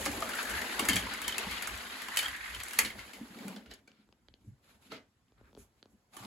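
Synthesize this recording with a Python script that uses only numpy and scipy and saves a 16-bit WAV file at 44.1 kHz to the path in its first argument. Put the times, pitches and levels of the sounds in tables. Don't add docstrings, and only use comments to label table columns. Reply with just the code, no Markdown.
import sys
import numpy as np
from scipy import signal
from scipy.fft import rfft, irfft, next_fast_len
from scipy.io import wavfile
from scipy.ndimage import uniform_filter1d, map_coordinates

SR = 44100
rng = np.random.default_rng(int(sys.argv[2]) if len(sys.argv) > 2 else 0)


def unload_audio(sound):
    columns = np.transpose(np.atleast_2d(sound))
    steps = np.round(np.clip(columns, -1, 1) * 32767)
    wavfile.write(sys.argv[1], SR, steps.astype(np.int16))


N = 276051

# frequency in Hz, level in dB.
ROOM_TONE_SPECTRUM = [(18, -30), (45, 0), (200, -12), (600, -22), (1500, -22), (3000, -28), (8000, -32),
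                      (13000, -36), (14500, -46), (16000, -64)]
BOARD_SPECTRUM = [(200, -27.5), (350, 1), (600, -1), (900, -1.5), (1500, -19)]
CLOTH_SPECTRUM = [(250, -1.5), (500, -1.5), (900, -5.5), (1350, 4.5), (1900, -1), (2600, -7.5),
                  (4000, -26.5)]
RASP_SPECTRUM = [(1600, -24.5), (2200, 0.5), (2800, -3.5), (4000, -1.5), (5200, -8), (7000, -33)]
SKIN_SPECTRUM = [(400, -30), (650, -10.5), (790, 1), (960, -9.5), (1150, 1), (1500, -28), (1800, -24.5)]
ROAR_SPECTRUM = [(300, -36.5), (800, -3), (1500, 2.5), (3000, -2.5), (4500, -3), (5500, -12), (6500, -20.5),
                 (8000, -34.5)]
HISS_SPECTRUM = [(4000, -16.5), (5500, 0), (6500, 7), (8000, 3.5), (11000, 6.5), (14000, -0.5),
                 (16000, -12)]
# frequency in Hz, left-right correlation.
COHERENCE = [(60, .92), (300, .9), (700, .7), (1400, .2), (3000, .2), (4500, .1), (5500, -.3)]
# frequency in Hz, time to fall 60 dB in seconds.
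REVERB_TIMES = [(200, 0.17), (2000, 0.22), (10000, 0.051)]
# time in seconds, deck drone in dB, board rumble in dB.
FRAME_LEVELS = [(0.0, -53, -46.5), (0.5, -53, -46.5), (0.9, -52.5, -43.5), (1.2, -56, -53.5),
                (1.42, -56, -49), (2.05, -60.5, -56.5), (2.3, -68.5, -63.5), (2.7, -65, -58.5),
                (3.15, -62, -57.5), (3.27, -64, -57), (3.32, -57, -61), (3.43, -53.5, -52.5),
                (3.52, -52, -50.5), (3.62, -56, -66.5), (3.68, -68, -67.5), (3.84, -71.5, -81),
                (4.3, -80.5, -91), (4.8, -82, -73), (5.2, -85.5, -96), (5.5, -73.5, -73),
                (5.75, -86.5, -78.5), (6.1, -86.5, -79), (6.26, -60, -78.5)]
# time in seconds, deck level in dB, floor level in dB.
FRAME_JOLTS = [(0.0, -75, -44), (0.1, -46, -48), (0.18, -54, -47.5), (0.56, -68, -47.5), (0.83, -53, -54),
               (0.949, -35, -38), (1.06, -53, -48.5), (1.29, -59, -54), (1.5, -80, -51), (1.74, -89, -51),
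               (2.3, -58.5, -54), (2.41, -84, -62), (2.56, -73, -48.5), (2.861, -46, -49),
               (2.98, -59, -53.5), (3.22, -66, -62), (3.7, -67.5, -58), (4.11, -77.5, -69.5),
               (4.31, -80, -65), (4.479, -63.5, -63.5), (4.759, -70.5, -65), (4.932, -56.5, -71),
               (5.42, -92, -58.5), (5.599, -60.5, -59.5), (5.94, -65, -69.5), (6.26, -52, -65)]
# start and length in seconds, level in dB,
# rasp and treble in relative dB.
BRUSH_STROKES = [(3.707, 0.028, -60.5, 2, -10), (3.88, 0.15, -77, 0, -21.5), (4.413, .006, -94, 11, 12),
                 (4.45, 0.05, -94, 3, 14), (4.644, 0.11, -70, -1.5, -3), (4.825, 0.098, -71, 2.5, 1),
                 (4.916, 0.051, -58, 3.5, -25), (5.382, .03, -71, -15, -32), (5.443, 0.052, -69, -15, -33),
                 (5.589, 0.041, -72.5, 0.5, 10.5), (5.782, 0.015, -85.5, 5, 0),
                 (5.905, 0.026, -100, -3, 20.5), (6.139, 0.1, -62, 1, 1.5), (6.227, 0.044, -56.5, -3, -9.5)]
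# start in seconds, level in dB, pitch in Hz, time to fall 60 dB in seconds.
BOARD_BUMPS = [(.062, -28.5, 554, 0.039), (.066, -27, 820, 0.03), (0.077, -28, 294, 0.1),
               (.224, -30, 678, 0.055), (0.803, -15.5, 321, 0.017), (0.821, -19, 289, 0.031),
               (0.887, -25, 315, 0.058), (0.946, -32, 196, 0.18), (1.466, -23.5, 194, 0.04),
               (3.211, -21, 246, 0.028), (3.229, -25.5, 253, 0.023), (3.303, -36, 201, 0.052),
               (3.333, -33, 250, 0.027), (3.357, -28.5, 226, 0.031), (3.378, -34.5, 260, 0.036),
               (3.403, -31, 222, 0.049), (3.424, -32, 255, 0.027), (3.449, -26.5, 205, 0.048),
               (3.465, -27, 212, 0.046), (3.495, -33.5, 199, 0.12), (3.535, -36, 235, 0.048),
               (3.566, -36, 210, 0.064), (4.444, -51, 316, 0.045), (4.468, -34.5, 112.4, 0.11),
               (4.47, -45.5, 212, 0.1), (4.503, -42.5, 136, 0.093), (5.574, -44, 402, 0.049),
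               (5.934, -49.5, 213, 0.067), (6.168, -38, 333, 0.027), (6.229, -49, 198, .05),
               (6.199, -45, 121, 0.16)]
# start in seconds, level in dB, dull part and thud in relative dB,
# left over right in dB.
DRY_TICKS = [(3.917, -48, -3, -15, 5), (4.0895, -61, 6, 6, 8), (4.126, -47.5, -4, -6, 8),
             (4.2849, -44, -3, -5.5, -11.5), (4.3398, -46, -6, -5, 7), (4.9192, -29, 6.5, -8, -1),
             (5.283, -66, -9, -10, -1), (5.321, -61, -6.5, 7, 4), (5.383, -60, -3, -6, 1),
             (5.4114, -64, 2, 17, 3), (5.456, -63, -11, -3, 2), (5.512, -63, -11, -3, 0),
             (5.53, -56, 2, 6, 0), (5.5503, -49.5, -9, 5, 10), (5.5669, -53.5, -3, 5, 0),
             (5.574, -51, -3, 10.5, 11), (5.8279, -38.5, -6, -8.5, -8), (5.857, -51.5, 3, 5.5, 3),
             (6.2505, -35.5, -9, -24, -1.2)]
# frequency in Hz, bandwidth in Hz, gain in dB.
BODY_MODES = [(1170, 270, -8.5), (1856, 180, -1.5), (2195, 130, 6), (2725, 130, 2.5), (3060, 130, 2),
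              (3600, 140, -2.5), (4610, 190, -1.5)]
# time in seconds, frequency in Hz, strength in dB.
TRACK_RESONANCE = [(0, 1712, -16.5), (.3, 1446, -0.5), (.5, 1587, 2.5), (.65, 1878, 4), (.8, 1950, -5.5),
                   (1.08, 1737, -11), (1.25, 2105, -6.5), (1.55, 2270, -4), (1.8, 1750, -13),
                   (2.2, 1830, 4), (2.42, 1878, 11), (2.7, 1988, -7.5), (3.2, 1777, -11.5)]
# time in seconds, wheel roar in dB, axle hiss in relative dB,
# left over right in dB.
ROLLING_LEVELS = [(0.0, -42, -2, 2.5), (0.25, -43.5, -6.5, 2), (0.52, -41, -5.5, 2), (0.75, -39, -8, 2),
                  (1.08, -41, -12, 1.5), (1.47, -39, -12, 1.5), (1.71, -41.5, -10.5, 3),
                  (2.03, -45.5, -9, -0.5), (2.21, -43, -6.5, -1.5), (2.35, -47.5, -8, -0.5),
                  (2.77, -45.5, -5.5, 0.5), (2.92, -51.5, -9, -4), (2.97, -50, -8.5, 0.5),
                  (3.2, -57.5, -7.5, -1.5), (3.41, -56, -7.5, 1.5), (3.53, -54, -17.5, -1.5),
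                  (3.72, -78, -30, 12), (3.8, -72, -8, 5)]
# time in seconds, level in dB, treble and rattle in relative dB, note in Hz,
# note level in relative dB, left over right in dB.
RINGING_KNOCKS = [(0.0553, -29, -2, -15, 4100, -31, -1.5), (0.0612, -22, -10, -20, 2220, -8, 3),
                  (0.063, -40.5, -17, -19, 1210, 12, 0.5), (0.1161, -41, 5, -17, 3900, -15, 2.5),
                  (0.2049, -32, -2.5, -17, 1250, -31, 11.5), (0.2229, -28.5, -19.5, -16.5, 1228, 7.5, 1),
                  (0.2932, -35, 0.5, -10, 1615, 2, 6), (0.3361, -35.5, -11.5, -15.5, 1400, 3, 2),
                  (0.3536, -34.5, 0.5, -14.5, 1910, -2, 4), (0.412, -39.5, 0.5, -18.5, 1750, -19, 3),
                  (0.4299, -36, 6, -14.5, 1880, -18, 7), (0.4534, -36.5, -2, -17, 1704, 6.5, 4),
                  (0.4983, -35.5, 3.5, -17.5, 2000, -9, 5.5), (0.538, -34.5, -8.5, -16, 1674, 7, 3),
                  (0.5115, -31, -10, -14, 1690, -4, 3), (0.617, -34, -3, -17, 1854, 1, 7.5),
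                  (0.7951, -16.5, -6.5, -12, 1108, -7.5, -0.5), (0.7935, -34, -10, -19, 2810, 10, 6),
                  (0.853, -27.5, -5.5, -8, 1380, -7, 6), (0.888, -20.5, 3.5, -13, 2170, -2, 4),
                  (0.8875, -30.5, -10, -21, 1737, 7.5, 2), (0.8965, -24, -8.5, -10.5, 3175, 3.5, 1.5),
                  (0.922, -39, -9, -24, 3100, 13, 2.5), (0.9328, -30, -4.5, -4, 3093, 8.5, 1.5),
                  (0.959, -31, 7, -5.5, 1810, 2, -0.5), (0.9659, -22.5, -12.5, -16.5, 2390, -5, 6.5),
                  (0.964, -36, -10.5, -17.5, 3300, 6, -0.5), (1.066, -35, -13.5, -18.5, 1023, 4, 1),
                  (1.1374, -35.5, 1.5, -14, 2700, -8, 7), (1.2183, -30, -2.5, -11, 1650, -13.5, 4),
                  (1.244, -38, -11.5, -21, 3100, 8.5, 1.5), (1.2813, -26.5, 4, -18.5, 3150, -4, 4.5),
                  (1.283, -41.5, -10, -20, 967, 7, 1.5), (1.293, -42, -10.5, -21.5, 3100, 7, -1),
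                  (1.294, -40.5, -10.5, -15, 2050, 8, 0.5), (1.324, -33.5, -9.5, -33, 3095, 9, 1.5),
                  (1.3824, -30.5, 7, -20.5, 2656, 4, 11.5), (1.4674, -37.5, -14, -11.5, 916, 6.5, 5),
                  (1.512, -36, -0.5, -12, 2230, -3, 2), (1.529, -40.5, -5, -15, 2100, 6, 1.5),
                  (1.581, -41.5, -4.5, -14, 2850, 9, 6), (1.6237, -28, -7.5, -8, 1505, -7, 6),
                  (1.6739, -28.5, 1.5, -14.5, 1370, -6, -8), (1.7764, -41, 3.5, -14.5, 2000, -8, 2.5),
                  (2.0194, -35.5, -10.5, -1.5, 2010, -19, 7), (2.0855, -29, -9.5, -16, 983, -8, 7),
                  (2.162, -36.5, 4, -22.5, 2180, 2, 6), (2.1722, -22.5, 2.5, -10, 3110, -2, 2.5),
                  (2.1905, -26.5, 2, -10, 3620, 2, -3.5), (2.192, -33.5, -5, -15, 2290, 10.5, 4.5),
                  (2.2288, -30.5, -4, -9, 1512, -5, 4), (2.231, -41, -10, -24, 3150, 12, 0),
                  (2.245, -42.5, -11.5, -20, 3240, 11, -0.5), (2.258, -39, -3.5, -15.5, 3210, 15.5, 1),
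                  (2.2836, -33, -2.5, -15, 2000, 5, -1.5), (2.3655, -42, 2, -11.5, 2070, -13, -1),
                  (2.548, -39, 0, -13, 3130, 6, 0.5), (2.6025, -32.5, -8, -19.5, 2530, -4, 1.5),
                  (2.6358, -35, 4.5, -19, 1530, -4, 6), (2.6848, -39, 1.5, -14.5, 2080, -4, 4.5),
                  (2.7102, -39.5, 2, -13, 2160, -8.5, 3.5), (2.7332, -36.5, 0.5, -5.5, 1536, 1, 4.5),
                  (2.7896, -14, 3.5, -15, 2000, -9, 2), (2.7885, -32, -4, -20.5, 4550, 10, 0),
                  (2.7885, -30.5, -4, -20, 2483, 9, 0), (2.808, -38, -2.5, -12, 2130, 9, 0.5),
                  (2.8499, -31, -8.5, -7.5, 2110, -6.5, -3), (2.8498, -37, -8, -7.5, 4200, 6, 0),
                  (2.86, -36.5, -6, -10, 3700, -2, 0.5), (2.903, -41.5, -8, -18.5, 2130, 4, -1),
                  (2.904, -49, -10, -20, 3100, 7, 0.5), (2.9927, -40, -13.5, -23.5, 2150, 3, 2.5),
                  (3.135, -48, -7.5, 1.5, 2250, -5, 7.5), (3.388, -49, -8, -13.5, 2240, 4, 1),
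                  (3.482, -37, -3.5, -15, 1460, -4.5, 5), (3.5632, -40, -47.5, -27, 3470, -4, -2),
                  (3.563, -54, -29, -25, 4600, 4, -1.5), (3.564, -46, -28, -5, 1504, -3, -2),
                  (3.6613, -48.5, -33, -7, 1446, -3, -5), (3.713, -42, -36, -18, 3980, -3, -2.5),
                  (3.714, -45.5, -35, -7, 1900, -8, -2.5), (3.739, -45.5, -8.5, -24, 4665, -5, 6.5),
                  (3.8768, -54, -33, -17, 1492, 2, 2.5), (3.877, -54, -30, -16, 2315, 4, 2),
                  (3.878, -59, -30, -15, 4400, 1, -2), (4.9225, -39.5, -44, 0.5, 1370, 2, -5),
                  (6.1685, -40.5, 1.5, -15, 1153, -6, -13)]

JOLT_RISE, DECK_FALL, FLOOR_FALL = 210, 510, 180
BRUSH_RISE, BRUSH_FALL = 910, 540
DRAG_S, DRAG_DB, DRAG_GROWTH = 6.14, -58.5, 68
RATTLES_PER_S, RATTLE_DB, RATTLE_S = 220, -11.5, .0022
ONSET_S, NOTE_SWELL_S = .0032, .0036
RING_PER_NOTE, RING_PER_DULL = .85, .5
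PORT_SPLIT_HZ, TOP_HZ, TREBLE_LAG_S = 6380, 15850, .00022


def amp(db):
    return 10 ** (np.asarray(db) / 20)


def unit(x):
    return x / np.sqrt(np.mean(np.abs(x) ** 2) + 1e-20)


def along(points, hz):
    f, values = np.transpose(points)
    return np.interp(np.log(hz + 1), np.log(f + 1), values)


def curves(rows, t=None):
    times, *columns = np.transpose(rows)
    return [np.interp(np.arange(N) / SR if t is None else t, times, c) for c in columns]


def wobble(rate):
    return map_coordinates(rng.standard_normal(int(N * rate / SR) + 4), [np.arange(N) * rate / SR])


def swells(starts, lengths, dbs, rise, fall):
    t = np.arange(0, N, 64) / SR
    age = t - np.reshape(starts, (-1, 1))
    past_end = np.maximum(age - np.reshape(lengths, (-1, 1)), 0)
    db = np.reshape(dbs, (-1, 1)) + rise * np.minimum(age, 0) - fall * past_end
    return np.interp(np.arange(N) / SR, t, np.sqrt(np.sum(amp(2 * db), axis=0)))


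def filtered(x, response):
    size = next_fast_len(N + SR // 2)
    return irfft(rfft(x, size) * response(np.fft.rfftfreq(size, 1 / SR)), size)[..., :N]


def ring(f, hz, width_hz):
    return 1j * f * width_hz / (hz * hz - f * f + 1j * f * width_hz)


def panned(db):
    return amp(np.array([db / 2, -db / 2]))


def rush(gain, patchy_db):
    hz, t, spectra = signal.stft(rng.standard_normal((2, N)), SR, nperseg=512)
    patches = uniform_filter1d(rng.standard_normal(spectra.shape[1:]), size=3, axis=0)
    patches = unit(uniform_filter1d(patches, size=4, axis=1))
    spectra = spectra * amp(patchy_db * patches) * gain(hz[:, None], t)
    pair = signal.istft(spectra, SR, nperseg=512)[1][:, :N]
    angle = lambda f: np.arccos(np.clip(along(COHERENCE, f), -1, 1)) / 2
    mid, side = filtered(pair, lambda f: np.array([np.cos(angle(f)), np.sin(angle(f))]))
    return unit(np.array([mid + side, mid - side]))


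def steady_rush(spectrum, patchy_db):
    return rush(lambda hz, t: amp(along(spectrum, hz)), patchy_db)


def room_tone():
    return amp(-74.5) * steady_rush(ROOM_TONE_SPECTRUM, patchy_db=2.5)


def reverberation(x):
    hz, t, noise = signal.stft(rng.standard_normal((2, SR // 2)), SR, nperseg=256)
    alike = along(COHERENCE, hz)[:, None]
    spectra = np.array([noise[0], alike * noise[0] + np.sqrt(1 - alike ** 2) * noise[1]])
    decay = amp(-60 * t / along(REVERB_TIMES, hz)[:, None])
    tail = signal.istft(spectra * decay, SR, nperseg=256)[1]
    delayed = np.pad(x, (200, 0))[None]
    return signal.fftconvolve(delayed, tail / np.linalg.norm(tail[0]), axes=1)[:, :N]


def frame_drone():
    deck_db, board_db = curves(FRAME_LEVELS)
    jolt_s, deck_jolt_db, floor_jolt_db = np.transpose(FRAME_JOLTS)
    mid, side = rng.standard_normal((2, 2, N))
    drive = lambda k: np.array([mid[k] + .2 * side[k], mid[k] - .2 * side[k]])
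    deck = filtered(drive(0), lambda f: (ring(f, 198, 26) - .7 * ring(f, 260, 90)) * ring(f, 230, 330))
    floor = filtered(drive(1), lambda f: (ring(f, 57, 26) + .45 * ring(f, 95, 40)) * ring(f, 62, 55))
    boards = amp(1.8 * wobble(25)) * steady_rush(BOARD_SPECTRUM, patchy_db=1.5)
    deck *= amp(2 * wobble(45))
    deck_gain = amp(deck_db) + swells(jolt_s, 0, deck_jolt_db, JOLT_RISE, DECK_FALL)
    floor_db = curves(ROLLING_LEVELS)[0] - 27.5
    floor_gain = amp(floor_db) + swells(jolt_s, 0, floor_jolt_db, JOLT_RISE, FLOOR_FALL)
    return deck_gain * unit(deck) + floor_gain * unit(floor) + amp(board_db) * unit(boards)


def cloth_rustle():
    starts, lengths, db, rasp_db, treble_db = np.transpose(BRUSH_STROKES)
    cloth = np.zeros((2, N))
    for spectrum, stroke_db, rest_db in ((CLOTH_SPECTRUM, db, -95.3),
                                         (RASP_SPECTRUM, db + rasp_db, -98.5),
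                                         (HISS_SPECTRUM, db + treble_db, -100.5)):
        gain = swells(starts, lengths, stroke_db, BRUSH_RISE, BRUSH_FALL) + amp(rest_db)
        cloth += gain * steady_rush(spectrum, patchy_db=1.5)
    return amp(1.1 * wobble(60)) * cloth


def hand_drag():
    age = np.arange(N) / SR - DRAG_S
    gain = amp(DRAG_DB + np.where(age > 0, DRAG_GROWTH, 1000) * age)
    return gain * steady_rush(SKIN_SPECTRUM, patchy_db=-2.0)


def through_wood(blows):
    delay = lambda f: np.exp(-4j * np.pi * .075 * np.sqrt(f) * (1 - np.sqrt(f / 1500) / 2))
    band = lambda f: ring(f, 320, 340) * ring(f, 260, 1500) / (1 + 1j * f / 1400) ** 2
    return filtered(blows, lambda f: delay(f) * band(f))


def board_bumps():
    out, t = np.zeros(N + SR), np.arange(SR // 4) / SR
    sag = 1 - .1 * (1 - np.exp(-t / .037))
    for start, db, hz, t60 in BOARD_BUMPS:
        cycles = np.cumsum(hz * sag) / SR
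        envelope = amp(db - 60 * (t / t60) ** 1.15) * (1 - np.exp(-t * hz)) ** 2
        out[round(start * SR):][:len(t)] += envelope * np.sin(2 * np.pi * cycles)
    return out[:N]


def dry_ticks():
    t = np.arange(300) / SR
    snaps, dulls, highs, pushes = np.zeros((4, 2, N + SR))
    for start, db, dull_db, thud_db, pan_db in DRY_TICKS:
        burst = amp(-60 * t / .0045) * rng.standard_normal(len(t))
        burst = amp(db + 19.5) * burst / np.linalg.norm(burst)
        at = round(start * SR)
        snaps[:, at:at + len(t)] += burst * panned(pan_db)[:, None]
        dulls[:, at:at + len(t)] += burst * amp(dull_db)
        highs[:, at:at + len(t)] += burst * amp(-35)
        pushes[:, at] += amp(db + thud_db + 31)
    snap = filtered(snaps[:, :N], lambda f: ring(f, 3500, 2500) ** 2 * ring(f, 3500, 3400))
    dull = filtered(dulls[:, :N], lambda f: ring(f, 1250, 1100) ** 2 * ring(f, 1200, 3000))
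    treble = filtered(highs[:, :N], lambda f: ring(f, 10000, 9000))
    return snap + dull + treble + through_wood(pushes[:, :N])


def wheel_rattles():
    run_s = ROLLING_LEVELS[-1][0]
    count = int(RATTLES_PER_S * run_s)
    onset, mode, phase, side = rng.random((count, 4)).T[..., None]
    detune = 1 + .06 * rng.standard_normal((count, 1))
    size_db = 1.4 * rng.exponential(size=(count, 1))
    hz, _, mode_db = np.transpose(BODY_MODES)[:, (mode * len(BODY_MODES)).astype(int)]
    k = np.arange(int(5 * RATTLE_S * SR))
    envelope = amp(mode_db / 2 - hz / 500 + size_db) * np.exp(-(k / SR / RATTLE_S - 2.5) ** 2)
    pings = envelope * np.sin(2 * np.pi * (hz * detune * k / SR + phase))
    samples = ((onset * run_s * SR).astype(int) + k).ravel()
    gains = np.cos(side * np.pi / 2), np.sin(side * np.pi / 2)
    return unit(np.array([np.bincount(samples, (pings * gain).ravel(), N) for gain in gains]))


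def rolling_wheels():
    def roar_colour(hz, t):
        note_hz, note_db = curves(TRACK_RESONANCE, t)
        note = amp(note_db) * np.abs(ring(hz, note_hz, width_hz=650)) ** 2
        return amp(along(ROAR_SPECTRUM, hz)) * (1 + note)

    roar_db, hiss_db, pan_db = curves(ROLLING_LEVELS)
    judder = wobble(29.78)
    roar = rush(roar_colour, patchy_db=1.8)
    roar = unit(amp(1.5 * judder + 1.5 * wobble(150)) * roar)
    slaps = (rng.random(N) < 30 / SR) * amp(2.5 * rng.exponential(size=N))
    chatter = 1 + .35 * signal.lfilter([1], [1, -amp(-60 / (.02 * SR))], slaps)
    hiss = unit(chatter * amp(1.1 * judder) * steady_rush(HISS_SPECTRUM, patchy_db=1.1))
    roar += amp(RATTLE_DB) * wheel_rattles()
    running = np.arange(N) / SR < ROLLING_LEVELS[-1][0]
    return running * amp(roar_db) * (roar * panned(pan_db) + amp(hiss_db) * hiss)


def ringing_knocks():
    t, f = np.arange(7168) / SR, np.fft.rfftfreq(7168, 1 / SR)
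    clacks, notes, pushes = np.zeros((3, 2, N + SR))
    bright = ring(f, 9200, 5700) * ring(f, 4800, 11000)
    age = t - 3 * ONSET_S
    onset = amp(-35 * np.maximum(-age / ONSET_S, 0) ** 2)
    after = np.maximum(age, 0)
    for time, db, treble_db, rattle_db, hz, note_db, pan_db in RINGING_KNOCKS:
        pan = panned(pan_db)[:, None]
        shape = onset * (amp(-60 * (after / .011) ** 1.5) + amp(rattle_db - 60 * after / .23))
        common, left, right = rng.standard_normal((3, len(t)))
        burst = shape * (common + .7 * np.array([left, right]))
        burst = amp(db) * burst * np.linalg.norm(shape) / np.linalg.norm(burst, axis=1, keepdims=True)
        body = sum(amp(mode_db + rng.normal(0, 2.5)) * ring(f, mode_hz * rng.normal(1, .02), width)
                   for mode_hz, width, mode_db in BODY_MODES)
        body_db = RING_PER_NOTE * min(note_db, 0) + RING_PER_DULL * min(treble_db + 16.5, 0) - 1.5
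        resonance = .91 * ring(f, hz, .85 * hz) + amp(body_db) * body
        left_lead = rng.normal(.45, .4)
        phase = rng.uniform(0, 2 * np.pi) + np.array([[left_lead], [0]])
        note_gain = amp(db + note_db - .5) * after / NOTE_SWELL_S
        note_gain *= np.exp(-(after / NOTE_SWELL_S) ** 2 / 2)
        note_gain *= amp(1.5 * np.interp(t, np.arange(48) / 250, rng.standard_normal(48)))
        push_db = db - 13 - max(treble_db, -22)
        at = round((time - 3 * ONSET_S) * SR)
        span = slice(at, at + len(t))
        clacks[:, span] += irfft(rfft(burst) * (resonance * pan + amp(treble_db) * bright))
        notes[:, span] += note_gain * pan * np.sin(2 * np.pi * hz * t + phase)
        pushes[:, span] += amp(push_db) * shape * common
    return clacks[:, :N] + through_wood(pushes[:, :N]), notes[:, :N]


def scene():
    knocks, notes = ringing_knocks()
    ticks, bumps, ambience = dry_ticks(), board_bumps(), room_tone()
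    into_room = (amp(-4) * knocks + amp(-13.5) * notes + amp(-17) * ticks).mean(0) + amp(-8) * bumps
    impacts = knocks + notes + ticks + bumps + reverberation(into_room)
    return impacts + rolling_wheels() + frame_drone() + cloth_rustle() + hand_drag() + ambience


def record(dry):
    high = lambda f: 1 / (1 + (PORT_SPLIT_HZ / (f + 1)) ** 24)
    half_lag = lambda f: np.exp(-1j * np.pi * f * TREBLE_LAG_S)
    main_treble = filtered(dry[0], lambda f: high(f) * np.array([half_lag(f), -1 / half_lag(f)]))
    weak_treble = filtered(dry[[1, 1]], lambda f: .2 * high(f))
    below_split = filtered(dry, lambda f: np.sqrt(1 - high(f) ** 2))
    passband = lambda f: (f < TOP_HZ) / np.sqrt((1 + (46 / (f + 1)) ** 10) * (1 + (f / 13500) ** 10))
    return filtered(main_treble + weak_treble + below_split, passband)


dry = scene()
out = record(dry)
unload_audio(out)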